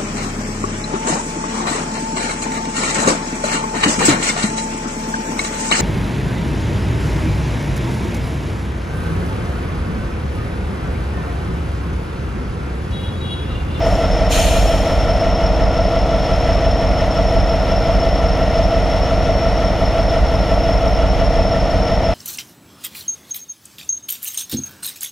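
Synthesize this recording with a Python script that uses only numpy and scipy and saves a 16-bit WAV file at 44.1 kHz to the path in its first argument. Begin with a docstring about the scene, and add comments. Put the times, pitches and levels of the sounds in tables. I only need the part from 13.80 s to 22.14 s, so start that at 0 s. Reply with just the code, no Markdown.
"""A big two-stroke diesel locomotive idles in a rail yard, heard from the side of the track.
Every crank turn repeats, slightly varied, the same exhaust beats and knocks as pulses ringing resonant modes.
Valve gear taps clatter, and gear tones and harmonics follow the crank as sines. The turbocharger whistles as
smeared tones above a steady roar of coloured noise. An air valve lets off short hisses of resonant noise,
and a faint thin squeal twice glides up and back down."""
import sys
import numpy as np
from scipy import signal
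from scipy.fft import rfft, irfft, next_fast_len
from scipy.io import wavfile

SR = 44100
rng = np.random.default_rng(int(sys.argv[2]) if len(sys.argv) > 2 else 0)


def to_wav(sig):
    """Store sig (one row per channel, or 1-D mono) as 16-bit WAV at the path in sys.argv[1].

    Samples outside -1..1 are clipped; the rate is SR.
    """
    pcm = np.clip(np.atleast_2d(sig), -1, 1) * 32767
    pcm = np.round(pcm).astype(np.int16)
    wavfile.write(sys.argv[1], SR, pcm.T)  # frames by channels


N = 367794
TIME = np.arange(N) / SR
SIZE = next_fast_len(N + SR)
HZ = np.maximum(np.arange(SIZE // 2 + 1) * SR / SIZE, 1)


def amp(db):
    """dB to gain."""
    return 10 ** (np.asarray(db) / 20)


def rms_one(x):
    """Scale to rms 1."""
    return x / np.sqrt(np.mean(x ** 2) + 1e-20)


def in_time(rows):
    """Columns of a curve table at every sample."""
    s, *columns = np.transpose(rows)
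    return [np.interp(TIME, s, column) for column in columns]


def at_hz(points):
    """A spectrum table at every FFT bin, straight lines over log frequency."""
    hz, value = np.transpose(points)
    return np.interp(np.log(HZ), np.log(hz), value)


def band(x, kind, hz, order=4):
    """Butterworth filter."""
    return signal.sosfilt(signal.butter(order, hz, kind, fs=SR, output="sos"), x)


def drift(rate_hz):
    """Slow chance: noise at every eighth sample, twice through a one-pole low-pass; spread 1."""
    r = np.exp(-2 * np.pi * rate_hz * 8 / SR)
    noise = rng.standard_normal(N // 8 + 6002)
    slow = signal.lfilter([1], [1, -2 * r, r * r], noise)[6000:]  # drop the filter's start
    return np.interp(np.arange(N) / 8, np.arange(len(slow)), rms_one(slow - slow.mean()))


def stereo_noise(spectrum, likeness):
    """Coloured noise, partly alike in both channels."""
    alike = np.clip(likeness, 0, 1)
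    mid, side = rfft(rng.standard_normal((2, SIZE))) * amp(at_hz(spectrum))
    pair = np.sqrt(1 + alike) * mid + np.sqrt(1 - alike) * side * [[1], [-1]]
    return irfft(pair, SIZE)[:, :N] / np.sqrt(2)


def whine(hz, width_hz):
    """A tone smeared into a narrow band: a sine times slow noise in two phases."""
    phase = 2 * np.pi * np.cumsum(np.broadcast_to(hz, N)) / SR
    return drift(width_hz) * np.cos(phase) + drift(width_hz) * np.sin(phase)


def ring(clicks, hz, level_db, t60_s):
    """A two-pole resonator: every click sets off a decaying sine."""
    r = 10 ** (-3 / (t60_s * SR))
    w = 2 * np.pi * hz / SR
    return signal.lfilter([0, amp(level_db) * np.sin(w)], [1, -2 * r * np.cos(w), r * r], clicks)


RUN_IN_TURNS = 3  # the engine is already ringing at the start


def looped(contacts, modes, turns, uneven, jitter_s):
    """The contacts of one turn, repeated every turn with small changes, ring a set of modes."""
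    degrees, strength = np.transpose(contacts)
    lead = int(RUN_IN_TURNS / turns[0])
    turns = np.r_[turns[0] * np.arange(1 - lead, 1), turns]
    due = np.arange(-RUN_IN_TURNS, int(turns[-1]) + 1)[:, None] + degrees / 360
    at = np.interp(due, turns, np.arange(lead + N))
    at += jitter_s * SR * rng.standard_normal(due.shape)
    sizes = strength * (1 + uneven * rng.standard_normal(due.shape))
    played = due < turns[-1]
    clicks = np.full(lead + N, 1e-18)
    np.add.at(clicks, np.clip(at[played].astype(int), 0, lead + N - 1), sizes[played])
    return sum(ring(clicks, *mode) for mode in modes)[lead:]


def with_answer(contacts, answer):
    """Every contact is followed by a weaker copy of itself, turned over by a negative share."""
    later, share = answer
    return contacts + [(degrees + later, strength * share) for degrees, strength in contacts]


IDLE_TURNS_PER_S, SAG_TURNS_PER_S, RECOVERY_S = 5.71851, .015172, 2.58


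def crankshaft():
    """Turns so far: the crank starts a little slow and recovers exponentially to governed idle speed."""
    return np.cumsum(IDLE_TURNS_PER_S - SAG_TURNS_PER_S * np.exp(-TIME / RECOVERY_S)) / SR


# exhaust beats in one turn, pushes and pulls: crank_deg, signed_strength (relative)
EXHAUST_BEATS = [(16.0, .05), (52.8, .08), (80.9, -.12), (88.5, .06), (96.3, -.12), (113.2, -.08),
                 (121.4, .13), (148.6, .05), (166.6, .19), (192.1, .07), (211.0, .08), (243.3, .12),
                 (254.3, .15), (288.5, .12), (307.8, .07), (312.2, -.11), (337.1, -.05), (343.2, -.08),
                 (346.1, .08), (354.6, -.1)]
# suction after every beat: later_deg, share (of the beat)
SUCTION = (19.5, -.77)
# silencer resonances: mode_hz, level_db (relative), t60_s
SILENCER_MODES = [(43.5, -1.6, .174), (70, 1.5, .142), (87.5, -9.2, .23), (139.7, -16.7, .156),
                  (182.1, -5.2, .075), (283.4, -5, .058)]


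def exhaust(turns):
    """Pressure pulses, each answered by suction, boom through the silencer's low modes."""
    beats = with_answer(EXHAUST_BEATS, SUCTION)
    boom = looped(beats, SILENCER_MODES, turns, uneven=.12, jitter_s=.00015)
    return amp(0.9) * band(boom, "low", 340)


# knocks of pistons, valves and injectors in one turn: crank_deg, signed_strength (relative)
ENGINE_KNOCKS = [(14.9, .14), (29.7, .16), (37.8, -.1), (42.8, .11), (49.5, .08), (55.4, .17), (68.9, .13),
                 (76.6, .19), (92.0, -.11), (100.9, .16), (107.3, -.1), (119.4, .11), (126.0, .23),
                 (131.3, .14), (138.4, .25), (143.5, -.23), (154.5, .17), (165.8, -.12), (180.6, -.07),
                 (187.2, .08), (196.3, .1), (204.9, -.1), (212.6, -.1), (218.4, -.1), (232.2, -.12),
                 (241.8, .11), (253.7, -.14), (258.2, .31), (265.6, .18), (277.1, -.08), (289.6, -.1),
                 (294.5, .15), (306.9, .08), (317.0, .29), (336.5, .11), (354.0, -.15)]
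# rebound after every knock: later_deg, share (of the knock)
REBOUND = (5.15, -.68)
# engine block resonances: mode_hz, level_db (relative), t60_s
BLOCK_MODES = [(473.6, -7.1, .12), (550.9, -20.9, .118), (621.6, -6.4, .025), (664.4, -14, .197),
               (703.3, -7.7, .103), (740.9, -32.4, .59), (877.8, -29.3, .3)]


def knocks(turns):
    """Mechanical impacts, each with a rebound, ring the engine block above the exhaust."""
    impacts = with_answer(ENGINE_KNOCKS, REBOUND)
    rattle = looped(impacts, BLOCK_MODES, turns, uneven=.1, jitter_s=.00002)
    return band(rattle, "band", [360, 940])


# short metallic valve gear taps in one turn: crank_deg, ring_hz, level_db
VALVE_GEAR_TAPS = [(20, 2950, -39), (90, 1815, -30), (97, 2950, -40), (110, 1352, -25), (133, 2000, -35),
                   (140, 2960, -38), (255, 1900, -37), (318, 1340, -33)]
TAP_T60_S = 0.094


def clatter(turns):
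    """Each tap returns every turn, a little early or late, and rings briefly at its own pitch."""
    out = np.zeros(N)
    for degrees, hz, level_db in VALVE_GEAR_TAPS:
        out += looped([(degrees, 1)], [(hz, level_db, TAP_T60_S)], turns, uneven=.25, jitter_s=.00005)
    return out


# clean harmonics of the crank that stand out of the beats: cycles_per_turn, level_db (rms, before wavering)
CRANK_HARMONICS = [(18, -34), (19, -43), (20, -44), (21, -38), (36, -37), (38, -44), (45, -40), (54, -45),
                   (57, -44), (59, -44), (66, -46), (72, -47), (73, -46), (90, -47), (136, -47), (139, -47),
                   (140, -49), (141, -47), (142, -46), (144, -40), (157, -43), (237, -49), (315, -59),
                   (325, -55), (340, -57)]


def harmonics(turns):
    """Sines locked to the crank, wavering a little in level and barely in phase."""
    out = np.zeros(N)
    for per_turn, level_db in CRANK_HARMONICS:
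        gain = np.sqrt(2) * amp(level_db + drift(3.0))
        out += gain * np.sin(2 * np.pi * per_turn * turns + .002 * per_turn * drift(3.0))
    return out


# the loudest gear tone: cycles_per_turn, start_rad, load_peak_deg (crank angle), load_lag_rad
MAIN_GEAR_TONE = (117.255, -1.03, 78, .63)
MAIN_GEAR_DB, MAIN_GEAR_SWELL_DB = -30.5, 6


def main_gear(turns):
    """A steady ringing tone; once a turn the load swells it and holds it back a little."""
    per_turn, start, degrees, lag = MAIN_GEAR_TONE
    load = np.cos(2 * np.pi * (turns - degrees / 360))
    phase = 2 * np.pi * per_turn * turns + start - lag * load + 0.29 * drift(3.3)
    level_db = MAIN_GEAR_DB + MAIN_GEAR_SWELL_DB * load + drift(4.4)
    return np.sqrt(2) * amp(level_db) * np.sin(phase)


# gear trains and auxiliaries: cycles_per_turn
GEAR_TONES = [17.745, 58, 81.7, 84.75, 200, 227, 234.51, 353, 468.8, 504, 516, 525, 552, 570, 586, 624, 636]
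# load on each of those tones: level_db (rms, before the swell), swell_db (once a turn), swell_peak_deg
GEAR_LOADS = [(-35, 0, 0), (-41, 0, 0), (-45, 0, 0), (-48, 0, 0), (-46, .6, 120), (-47, 4, 120),
              (-43, 6, 105), (-51, 5, 110), (-55, 2, 80), (-57, 4, 80), (-52.5, 7, 80), (-54, 4, 90),
              (-58, 3, 70), (-56, 3, 70), (-52, 7, 90), (-59, 2, 20), (-61, 2, 20)]


def gears(turns):
    """Meshing teeth follow the crank; the load on them swells once a turn, backlash makes them waver."""
    out = np.zeros(N)
    for per_turn, (level_db, swell_db, degrees) in zip(GEAR_TONES, GEAR_LOADS):
        load_db = swell_db * np.cos(2 * np.pi * (turns - degrees / 360)) + 1.4 * drift(8.0)
        backlash = 0.002 * per_turn * drift(4.25)  # radians, more for finer teeth
        out += amp(level_db + load_db) * np.sin(2 * np.pi * per_turn * turns + backlash)
    return np.sqrt(2) * out


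# turbocharger whistle: time_s, pitch_hz (before wavering)
TURBO_PITCH = [(0, 5375), (2, 5372), (4.9, 5370), (5.0, 5395), (5.42, 5392), (5.5, 5440), (5.76, 5445),
               (5.86, 5405), (6.1, 5365), (6.25, 5385), (8.34, 5375)]
TURBO_DB = -36


def turbocharger():
    """A breathy whistle with a wider smear of opposite sign left and right, an octave and a neighbour."""
    hz = in_time(TURBO_PITCH)[0] + 12.0 * drift(6.9)
    whistle = whine(hz, 49.6)
    scattered = amp(-13.5) * whine(hz, 55.0) * [[1], [-1]]
    octave = amp(-29) * whine(2 * hz, 90.0)
    neighbour = amp(-22) * whine(6005, 35.0)
    return amp(TURBO_DB + 0.41 * drift(7.0)) * (whistle + scattered + octave + neighbour)


# air valve puffs: start_s, opening_s, peak_db (pressure as gain)
VALVE_PUFFS = [(0, 0.063, -51), (.485, 0.037, -32)]
VALVE_HOLD_S, VALVE_FADE_DB_PER_S = 0.057, 38


def puffs():
    """Pressure at the valve as gain: each puff swells while the valve opens, holds, then fades evenly in dB."""
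    out = np.full(N, 1e-9)
    for start, opening, peak_db in VALVE_PUFFS:
        swell = np.clip((TIME - start) / opening, 0, 1) ** 2
        fading_s = np.clip(TIME - start - opening - VALVE_HOLD_S, 0, None)
        out += swell * amp(peak_db - VALVE_FADE_DB_PER_S * fading_s)
    return out


# colour of the air jet: freq_hz, density_db (relative)
JET_SPECTRUM = [(700, -8), (1400, 12.5), (2600, 10), (4200, 12.5), (4900, 4.5), (5700, 9), (6100, 12.5),
                (6700, 14), (7300, 13), (7600, 11), (8400, 7), (10000, 8), (10400, 5.5), (15000, -2)]
# resonances of the valve body, a lingering row and a short-lived row: mode_hz
VALVE_BODY_MODES = [(2420, 2600, 2810, 3020, 3210), (1950, 3670, 4110, 4400, 6150, 6710, 7200, 8450, 10300)]
LINGER_S = .12


def air_valve():
    """A jet of compressed air; valve body resonances streak it and one set rings on after the hiss."""
    pressure = puffs()
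    jet = stereo_noise(JET_SPECTRUM, at_hz([(3000, .8), (9000, .58)]))
    jet /= np.std(band(jet, "band", [8200, 12000]))  # the treble sets the level
    long_body, short_body = (sum(band(jet, "band", [hz - 30, hz + 30], order=1) for hz in modes)
                             for modes in VALVE_BODY_MODES)
    step = 1 / (LINGER_S * SR)
    lingering = np.sqrt(signal.lfilter([step], [1, step - 1], pressure ** 2))
    hiss = pressure * (jet + amp(3) * short_body)
    return hiss + amp(8.5) * np.maximum(lingering, pressure) * long_body


# faint thin squeals: top_s, half_length_s, low_hz, top_hz, level_db
SQUEAL_GLIDES = [(4.2, .33, 10500, 12200, -70), (6.92, .22, 10900, 13200, -68)]


def squeals():
    """Thin smeared tones that glide up to a top and back down."""
    out = np.zeros(N)
    for top_s, half_s, low_hz, top_hz, level_db in SQUEAL_GLIDES:
        arch = np.clip(1 - np.abs(TIME - top_s) / half_s, 0, 1)
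        hz = low_hz + (top_hz - low_hz) * np.sin(arch * np.pi / 2)
        out += amp(level_db) * np.minimum(arch * 8, 1) * whine(hz, 30.0)
    return out


# roar of combustion, intake and fans, before swell and flicker: freq_hz, density_db (per Hz)
ROAR_SPECTRUM = [(20, -56), (57, -39.5), (75, -47), (100, -51), (150, -54), (230, -55), (330, -60),
                 (400, -59), (540, -54), (660, -50), (800, -60), (920, -58.5), (1100, -62), (1420, -59),
                 (1600, -69), (1950, -62), (2300, -67), (3300, -70), (5000, -79), (6500, -80), (7000, -85),
                 (7350, -84), (7550, -90), (8050, -90), (8450, -86), (8800, -85), (9400, -90), (10100, -92),
                 (11800, -89), (12500, -93), (14500, -108)]
# stereo width of the roar: freq_hz, likeness (left-right correlation, 0 to 1)
ROAR_LIKENESS = [(40, 0.96), (430, 0.95), (1200, 0.95), (2800, 0.89), (4300, 0.87), (6000, 0.8),
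                 (12000, 0.75)]
# gain of the roar's treble: time_s, level_db (before flicker)
ROAR_TREBLE = [(0, -24), (2.8, -9.5), (3.6, -6.5), (5.7, -8.5), (6.1, -5), (7, -6.5), (7.6, -11),
               (8.34, -9.5)]
SURGE_DB = 6  # slow surges of the deepest rumble


def roar(turns):
    """Broad noise; above the knocks it swells a little once a turn, its treble flickers, its bass surges."""
    noise = np.sqrt(SR / 2) * stereo_noise(ROAR_SPECTRUM, at_hz(ROAR_LIKENESS))
    swell_db = 0.51 * np.cos(2 * np.pi * (turns - .3)) + .5 * drift(28.0) + 0.4 * drift(1.33)
    rumble = band(noise, "low", 80, order=2)
    low = band(noise, "low", 2800, order=2)
    top = band(noise, "high", 6140, order=2)
    flicker = amp(in_time(ROAR_TREBLE)[0] + 1.5 * drift(10.0))
    surge = (amp(SURGE_DB * drift(1.7)) - 1) * rumble
    return surge + low + amp(swell_db) * (noise - low + (flicker - 1) * top)


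# level lean of the microphone pair: freq_hz, left_minus_right_db
LEVEL_LEAN = [(21, -2), (43, -2), (96, 0), (150, .5), (430, 0.6), (800, 1), (2600, 0.7), (4300, 2.3),
              (6000, 2.3), (8000, .5), (12000, 1.2)]
# phase lean of the microphone pair: freq_hz, left_lead_rad
PHASE_LEAN = [(21, .54), (43, .47), (96, .27), (150, .17), (430, .04), (1000, 0)]


def microphone_pair(sound):
    """The two microphones differ a little in level and bass phase, half the difference on each side."""
    # a fading mirrored tail keeps the circular filter from clicking
    run_out = np.clip((SIZE - np.arange(SIZE)) / (SIZE - N), 0, 1) ** 2
    sound = run_out * np.pad(sound, ((0, 0), (0, SIZE - N)), "reflect", reflect_type="odd")
    side = np.array([[.5], [-.5]])
    lean = amp(at_hz(LEVEL_LEAN) * side) * np.exp(1j * at_hz(PHASE_LEAN) * side)
    return irfft(rfft(sound) * lean, SIZE)[:, :N]


def scene():
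    """All sources on one crankshaft, heard by the microphone pair."""
    turns = crankshaft()
    engine = exhaust(turns) + knocks(turns) + clatter(turns) + harmonics(turns)
    gear_train = main_gear(turns) + gears(turns)
    air = turbocharger() + air_valve() + squeals() + roar(turns)
    return microphone_pair(engine + gear_train + air)


NOTCH_HZ, CUTOFF_HZ = 7790, 15000


def record(dry):
    """Bass cut, a narrow notch in the treble, short end fades, rounded peaks, steep top cut."""
    x = band(dry, "high", 22, order=2)
    for _ in range(2):
        x = signal.lfilter(*signal.iirnotch(NOTCH_HZ, 30.0, fs=SR), x)
    fades = np.clip(np.minimum(TIME / .004, (TIME[-1] - TIME) / .002), 0, 1)
    x = 1.7 * np.tanh(x / 1.7) * fades
    top_cut = signal.ellip(10, .5, 70, CUTOFF_HZ, fs=SR, output="sos")
    return np.clip(signal.sosfilt(top_cut, x), -1, 1)


dry = scene()
out = record(dry)
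to_wav(out)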